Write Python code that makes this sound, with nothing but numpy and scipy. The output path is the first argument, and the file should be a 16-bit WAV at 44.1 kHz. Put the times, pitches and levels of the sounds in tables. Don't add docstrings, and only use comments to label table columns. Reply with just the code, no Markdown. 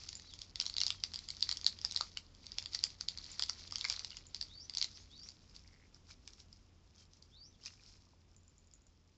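import sys
import numpy as np
from scipy import signal
from scipy.fft import rfft, irfft, next_fast_len
from scipy.io import wavfile
from scipy.ndimage import uniform_filter1d

SR = 44100
rng = np.random.default_rng(int(sys.argv[2]) if len(sys.argv) > 2 else 0)


def convert_level_to_amplitude(level_db):
    exponent = np.asarray(level_db, float) / 20
    return 10 ** exponent


def transcribe(signal):
    frames = np.atleast_2d(signal).T
    limited = np.clip(frames, -1, 1)
    pcm = np.round(limited * 32767).astype(np.int16)
    wavfile.write(sys.argv[1], SR, pcm)


N = 404397


def rms_one(x):
    return x / np.sqrt(np.mean(x ** 2) + 1e-20)


def in_time(rows):
    s, *columns = np.transpose(rows)
    return [np.interp(np.arange(N) / SR, s, c) for c in columns]


def coloured(x, spectrum):
    size = next_fast_len(N)
    hz = np.maximum(np.fft.rfftfreq(size, 1 / SR), 1)
    point_hz, point_db = np.transpose(spectrum)
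    gain = convert_level_to_amplitude(np.interp(np.log(hz), np.log(point_hz), point_db))
    return irfft(rfft(x, size) * gain, size)[:N]


def drift(rate_hz):
    r = np.exp(-2 * np.pi * rate_hz / SR)
    return rms_one(signal.lfilter([1], [1, -2 * r, r * r], rng.standard_normal(N + SR))[SR:])


def struck(modes, strengths, t):
    hz, level_db, t60_s = np.transpose(modes)[:, :, None]
    envelopes = strengths[:, None] * convert_level_to_amplitude(level_db - 60 * t / t60_s)
    x = np.sum(envelopes * np.sin(2 * np.pi * hz * t), axis=0)
    return x / np.max(np.abs(x))


def add(out, s, x):
    i = max(round(s * SR), 0)
    out[i:i + len(x)] += x[:N - i]


# f/Hz, level/dB
AIR_SPECTRUM = [(62, -26.5), (105, -3.5), (136, -3), (215, -4), (625, -19), (1170, -20), (1620, -25),
                (3450, -22), (5470, -36), (7200, -26), (8500, -41.5), (11000, -71.5), (18700, -120)]
# t/s, level/dB
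AIR_BAND_LEVEL = [(0.0, -71), (3.47, -70.5), (9.17, -76.5)]
# f/Hz, width/Hz, level/dB
ROOM_RUMBLE = [(42.4, 21, -66)]


def background():
    hum_hz, hum_db = 85.4, -68
    air = coloured(rng.standard_normal(N), AIR_SPECTRUM)
    band = signal.butter(4, [100, 450], "band", fs=SR, output="sos")
    air = air / np.std(signal.sosfilt(band, air))
    level = convert_level_to_amplitude(in_time(AIR_BAND_LEVEL)[0])

    phase = 2 * np.pi * np.cumsum(hum_hz + 3.5 * drift(6.0)) / SR
    low_end = convert_level_to_amplitude(hum_db + 2.0 * drift(7.5)) * np.sqrt(2) * np.sin(phase)
    for hz, width_hz, level_db in ROOM_RUMBLE:
        r = np.exp(-np.pi * width_hz / SR)
        poles = [1, -2 * r * np.cos(2 * np.pi * hz / SR), r * r]
        tone = signal.lfilter([1, 0, -1], poles, rng.standard_normal(N + SR))[SR:]
        low_end += convert_level_to_amplitude(level_db) * rms_one(tone)
    return level * (air + low_end / np.mean(level))


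# t/s, level/dB
HANDLING_LEVEL = [(0.0, -56), (0.45, -67), (0.52, -71), (0.9, -67), (2.1, -64), (2.3, -78), (2.45, -61),
                  (2.95, -74.5), (3.6, -58.5), (4.15, -61), (4.25, -69), (4.95, -65.5), (5.07, -68.5),
                  (5.5, -70.5), (5.7, -76), (9.17, -80)]
# t/s at top, level/dB, swell/s per 10 dB
FOIL_DRAGS = [(0.14, -55.5, 0.026), (1.159, -60.5, 0.076), (1.512, -51.5, 0.034), (2.0, -51.5, 0.049),
              (2.75, -47, 0.024), (3.31, -52, 0.08), (3.912, -48.5, 0.11), (4.979, -61, .06),
              (5.272, -60.5, 0.075), (5.562, -61.5, .03), (6.11, -54.5, 0.019), (6.402, -58.5, 0.02),
              (7.001, -62.5, 0.031), (7.668, -56, .04), (7.888, -61.5, 0.096)]


def rustle_level():
    flurry_db, follows_snap = -57.5, 0.6
    build_db_per_s, fade_db_per_s = 902.5, 152
    t = np.arange(0, N, 50)[:, None] / SR
    s, peak_db = np.transpose(CREASE_SNAPS)
    slope_db = np.where(t < s, build_db_per_s * (s - t), fade_db_per_s * (t - s))
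    flurries = flurry_db + follows_snap * (peak_db + 24) - slope_db
    s, top_db, swell_s = np.transpose(FOIL_DRAGS)
    drags = top_db - 10 * np.abs(t - s) / swell_s
    power = np.sum(convert_level_to_amplitude(2 * flurries), axis=1) + np.sum(convert_level_to_amplitude(2 * drags), axis=1)
    power = np.interp(np.arange(N) / SR, t[:, 0], power)
    return 10 * np.log10(power + convert_level_to_amplitude(2 * in_time(HANDLING_LEVEL)[0]))


# f/Hz, level/dB
RUSTLE_SPECTRUM = [(290, -49), (500, -18), (1250, -15.5), (1620, -20), (2120, -12), (2760, -14), (4700, 1),
                   (7200, -13), (8500, -28.5), (11000, -64), (18700, -120)]
# t/s, share turned 0-1
PACKET_TURN = [(4.9, 0.23), (5.5, 1)]
TURN_PITCH_RATIO = 1.11


def rustle(level_db):
    per_s = 600 * convert_level_to_amplitude(0.22 * (level_db + 66.0) + 4.8 * drift(25))
    sizes = convert_level_to_amplitude(6 * np.minimum(rng.exponential(1, N), 3.5)) * rng.choice([-1, 1], N)
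    born = rng.random(N) < per_s / SR
    pitches_hz, dealt = np.geomspace(1500, 7500, 8), rng.integers(0, 8, N)
    grains = 0
    for k, hz in enumerate(pitches_hz):
        r = convert_level_to_amplitude(-60 * hz / (7.0 * SR))
        w = 2 * np.pi * hz / SR
        hits = sizes * born * (dealt == k) + 1e-18
        grains = grains + signal.lfilter([0, w], [1, -2 * r * np.cos(w), r * r], hits)
    grains = grains / np.sqrt(uniform_filter1d(per_s, size=2000))

    rub = rng.standard_normal(N) * convert_level_to_amplitude(2.5 * drift(30))
    mix = convert_level_to_amplitude(-3.5) * rms_one(grains) + rub
    turned, = in_time(PACKET_TURN)
    higher = np.array(RUSTLE_SPECTRUM) * [TURN_PITCH_RATIO, 1]
    before = rms_one(coloured(mix, RUSTLE_SPECTRUM))
    after = rms_one(coloured(mix, higher))
    return convert_level_to_amplitude(level_db) * ((1 - turned) * before + turned * after)


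# t/s, peak level/dB
CREASE_SNAPS = [(0.0363, -36.5), (0.0894, -26), (0.1299, -38), (0.197, -38), (0.337, -34.5),
                (0.3898, -37.5), (0.417, -27.5), (0.5572, -25.5), (0.6, -15), (0.6117, -22), (0.6222, -28),
                (0.6554, -30.5), (0.664, -21.5), (0.6976, -28), (0.7401, -29), (0.766, -21),
                (0.7821, -18.5), (0.8034, -20), (0.814, -15), (0.8346, -18), (0.8655, -16.5), (0.8799, -27),
                (0.904, -16.5), (1.0372, -18.5), (1.1365, -30.5), (1.1422, -28), (1.1585, -27),
                (1.1897, -31.5), (1.287, -29.5), (1.3037, -26), (1.3678, -34), (1.407, -32.5),
                (1.4259, -12.5), (1.491, -19.5), (1.513, -20), (1.5254, -22.5), (1.5709, -27),
                (1.613, -30.5), (1.6444, -24.5), (1.6648, -9.5), (1.6734, -29), (1.7881, -36.5),
                (1.8144, -32.5), (1.8485, -17), (1.911, -27), (1.922, -28), (1.9618, -15.5), (1.973, -24.5),
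                (2.0099, -18.5), (2.1723, -23), (2.4667, -35.5), (2.5187, -32.5), (2.5842, -18),
                (2.6251, -33.5), (2.6588, -26.5), (2.7334, -29), (2.7469, -25), (2.7901, -27.5),
                (2.8384, -12.5), (2.8518, -33.5), (2.9032, -37), (3.0095, -23.5), (3.0854, -18),
                (3.1745, -31.5), (3.1854, -31.5), (3.242, -33.5), (3.3945, -19.5), (3.4229, -17),
                (3.4358, -22.5), (3.4957, -18.5), (3.676, -39), (3.7227, -26.5), (3.7573, -19.5),
                (3.783, -29), (3.8107, -22.5), (3.8427, -26), (3.8498, -21), (3.8851, -32.5), (3.899, -15),
                (3.925, -26.5), (3.9636, -31), (3.9933, -26), (4.0465, -24.5), (4.1048, -34),
                (4.1688, -31.5), (4.3458, -24.5), (4.4122, -21.5), (4.4257, -27), (4.6965, -30.5),
                (4.7371, -33.5), (4.7498, -25.5), (4.7713, -20.5), (4.783, -22.5), (4.814, -17),
                (4.8257, -18.5), (4.8433, -22), (5.288, -34), (5.5513, -47), (5.676, -48), (5.945, -43.5),
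                (6.1106, -45), (6.2761, -32), (6.334, -42), (6.528, -43), (7.134, -47.5), (7.225, -44.5),
                (7.637, -42), (7.6523, -38), (7.659, -29.5), (7.6666, -36)]
# f/Hz, level/dB, t60/s
FOIL_MODES = [(3488, -8, 0.0042), (4478, 1, 0.0052), (5044, -3, 0.0048), (6340, -8, 0.0034),
              (7335, -9.5, 0.003)]
BODY_MODES = [(900, -32.5, 0.0087), (1350, -29, 0.0054), (1990, -31.5, 0.014), (2900, -16.5, 0.0042)]


def snaps(creases):
    out, t = np.zeros(N), np.arange(SR // 40) / SR
    rise = 1 - np.exp(-(t / 0.00046) ** 2)
    luck = rng.standard_normal((len(creases), 18))
    for (s, peak_db), draw in zip(creases, luck):
        modes = np.array(FOIL_MODES + BODY_MODES)
        turned = np.interp(s, *np.transpose(PACKET_TURN))
        modes[:, 0] *= (1 + 0.055 * draw[:9]) * TURN_PITCH_RATIO ** turned
        strengths = convert_level_to_amplitude(3.5 * draw[9:]) * np.sign(draw[:9])
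        snap = struck(modes, strengths, t) * rise
        add(out, s, convert_level_to_amplitude(peak_db) * snap / np.max(np.abs(snap)))
    return out


def lesser_snaps(level_db):
    per_s, over_rustle_db, spread_db = 16, 17, 3
    chance = rng.random((400, 3))
    around_db = level_db[(chance[:, 0] * N).astype(int)]
    expected = per_s * convert_level_to_amplitude(0.6 * (around_db + 55)) * N / SR
    kept = chance[:, 1] < expected / len(chance)
    peak_db = around_db + over_rustle_db - spread_db * np.log(chance[:, 2] + 0.026)
    return list(zip(chance[kept, 0] * N / SR, peak_db[kept]))


# t/s, peak level/dB
BELL_HITS = [(0.1532, -35.5), (3.316, -37), (4.2675, -43), (8.3645, -49), (8.4327, -62), (8.4798, -52),
             (8.581, -52.5), (8.6457, -65.5), (8.672, -57), (8.737, -45.5), (8.8188, -60), (8.8675, -53)]
# f/Hz, level/dB, t60/s
BELL_MODES = [(6900, 0, .014), (7150, -2, .03), (6200, -10, .006)]


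def bell():
    out, t = np.zeros(N), np.arange(SR // 5) / SR
    count = len(BELL_MODES)
    luck = rng.standard_normal((len(BELL_HITS), count + 1))
    for (s, peak_db), draw in zip(BELL_HITS, luck):
        hit = convert_level_to_amplitude(peak_db) * struck(BELL_MODES, convert_level_to_amplitude(4.4 * draw[:count]), t)
        add(out, s, hit)
        add(out, s + 0.016 + 0.0015 * draw[-1], convert_level_to_amplitude(-9.5) * hit)
    return out


# start t/s, length/s, from f/Hz, to f/Hz, start level/dB
BIRD_TWITTERS = [(0.247, 0.047, 3880, 4600, -65), (0.289, 0.044, 4000, 3200, -65),
                 (4.938, 0.021, 4500, 6100, -61), (4.968, 0.056, 6100, 6920, -72),
                 (.95, 0.056, 3300, 3150, -70), (6.972, 0.055, 3290, 3120, -77),
                 (7.51, .05, 3950, 3100, -81), (7.61, 0.03, 2750, 3300, -73)]
# t/s re top, f/Hz, level/dB re phrase
BIRD_PHRASE = [(-.16, 3200, -18), (-.135, 3650, -7), (-.115, 3780, -5), (-.097, 4480, -4), (-.045, 4720, 0),
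               (-.028, 5450, -1), (0, 6050, -6), (.02, 6050, -16)]
# t/s at top, level/dB
PHRASE_TIMES = [(4.641, -58), (5.258, -59), (7.474, -63.5)]


def bird():
    twitter_fade_db = 2.5
    out, t = np.zeros(N), np.arange(N) / SR
    unsteady = 1 + .007 * drift(200)
    notes = []
    for s, length_s, from_hz, to_hz, db in BIRD_TWITTERS:
        notes.append([(s, from_hz, db), (s + length_s, to_hz, db - twitter_fade_db)])
    for top_s, level_db in PHRASE_TIMES:
        notes.append(np.array(BIRD_PHRASE) + [top_s, 0, level_db])
    for note in notes:
        hz, level_db = in_time(note)
        gate = np.clip(np.minimum(t - note[0][0], note[-1][0] - t) / 0.002, 0, 1)
        tone = np.sin(2 * np.pi * np.cumsum(hz * unsteady) / SR)
        out += np.sqrt(2) * gate * convert_level_to_amplitude(level_db) * tone
    return out * convert_level_to_amplitude(2.4 * drift(90))


# t/s, peak level/dB, f/Hz
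FOLD_POPS = [(0.6126, -34, 3140), (0.815, -30.5, 2880), (0.903, -35.5, 2310), (1.303, -48, 3100),
             (2.0082, -29.5, 1270), (2.1708, -31, 2960), (2.7477, -51, 3100), (3.0087, -48, 1430),
             (3.397, -41, 1350), (3.495, -39, 1365), (3.723, -43, 1205), (3.844, -32.5, 2280),
             (3.8507, -29, 2140), (3.9012, -38.5, 2370), (4.1153, -43, 2900), (4.129, -45, 2900),
             (4.171, -44, 2900), (6.109, -51.5, 2320), (6.2768, -52.5, 2260), (7.662, -43.5, 2500),
             (7.679, -46, 2800), (7.7953, -57.5, 2420), (8.069, -63.5, 1135), (8.134, -60.5, 900)]


def pops():
    out, t = np.zeros(N), np.arange(SR // 20) / SR
    for s, peak_db, hz in FOLD_POPS:
        modes = [(hz, 0, .011), (.75 * hz, -7, .008), (.5 * hz, -10, .008)]
        pop = struck(modes, np.array([1, -1, 1]), t)
        pop *= 1 - np.exp(-(t / 0.0015) ** 2)
        add(out, s, convert_level_to_amplitude(peak_db) * pop / np.max(np.abs(pop)))
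    return out


# f/Hz, level/dB (scaled out), t60/s
LICK_MODES = [(2100, 1, 0.011)]


def tongue():
    s, gap_s = 5.647, 0.0105
    tick_db, spread_db = -60, 2.5
    out, t = np.zeros(N), np.arange(SR // 40) / SR
    for pitch, level, gap in rng.standard_normal((18, 3)):
        modes = np.array(LICK_MODES) * [1 + .04 * pitch, 1, 1]
        add(out, s, convert_level_to_amplitude(tick_db + spread_db * level) * struck(modes, np.ones(1), t))
        s += gap_s * convert_level_to_amplitude(6 * gap)
    return out


def room(x):
    t60_s = 0.14
    t = np.arange(SR // 2) / SR
    density = np.clip((t / .04) ** 2 + 0.015, 0, 1)
    echoes = rng.standard_normal(len(t)) * (rng.random(len(t)) < density) / np.sqrt(density)
    tail = echoes * (t > .0015) * convert_level_to_amplitude(-60 * t / t60_s)
    return signal.fftconvolve(x, tail / np.sqrt(np.sum(tail ** 2)))[:N]


def scene():
    near_room_db, bird_room_db = -10.5, 2
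    level_db = rustle_level()
    creases = CREASE_SNAPS + lesser_snaps(level_db)
    near = snaps(creases) + pops() + bell() + tongue()
    far = bird()
    echo = room(convert_level_to_amplitude(near_room_db) * near + convert_level_to_amplitude(bird_room_db) * far)
    mono = near + rustle(level_db) + far + echo + background()
    return np.array([mono, mono])


def low_pass(x):
    return signal.sosfilt(signal.butter(12, 8800, fs=SR, output="sos"), x)


def record(dry):
    stop_edge_hz, hiss_db = 9270, -98
    cut = signal.sosfilt(signal.cheby2(10, 60, stop_edge_hz, fs=SR, output="sos"), dry)
    mix = cut + convert_level_to_amplitude(hiss_db) * rng.standard_normal(N)
    return low_pass(mix)


dry = scene()
out = record(dry)
transcribe(out)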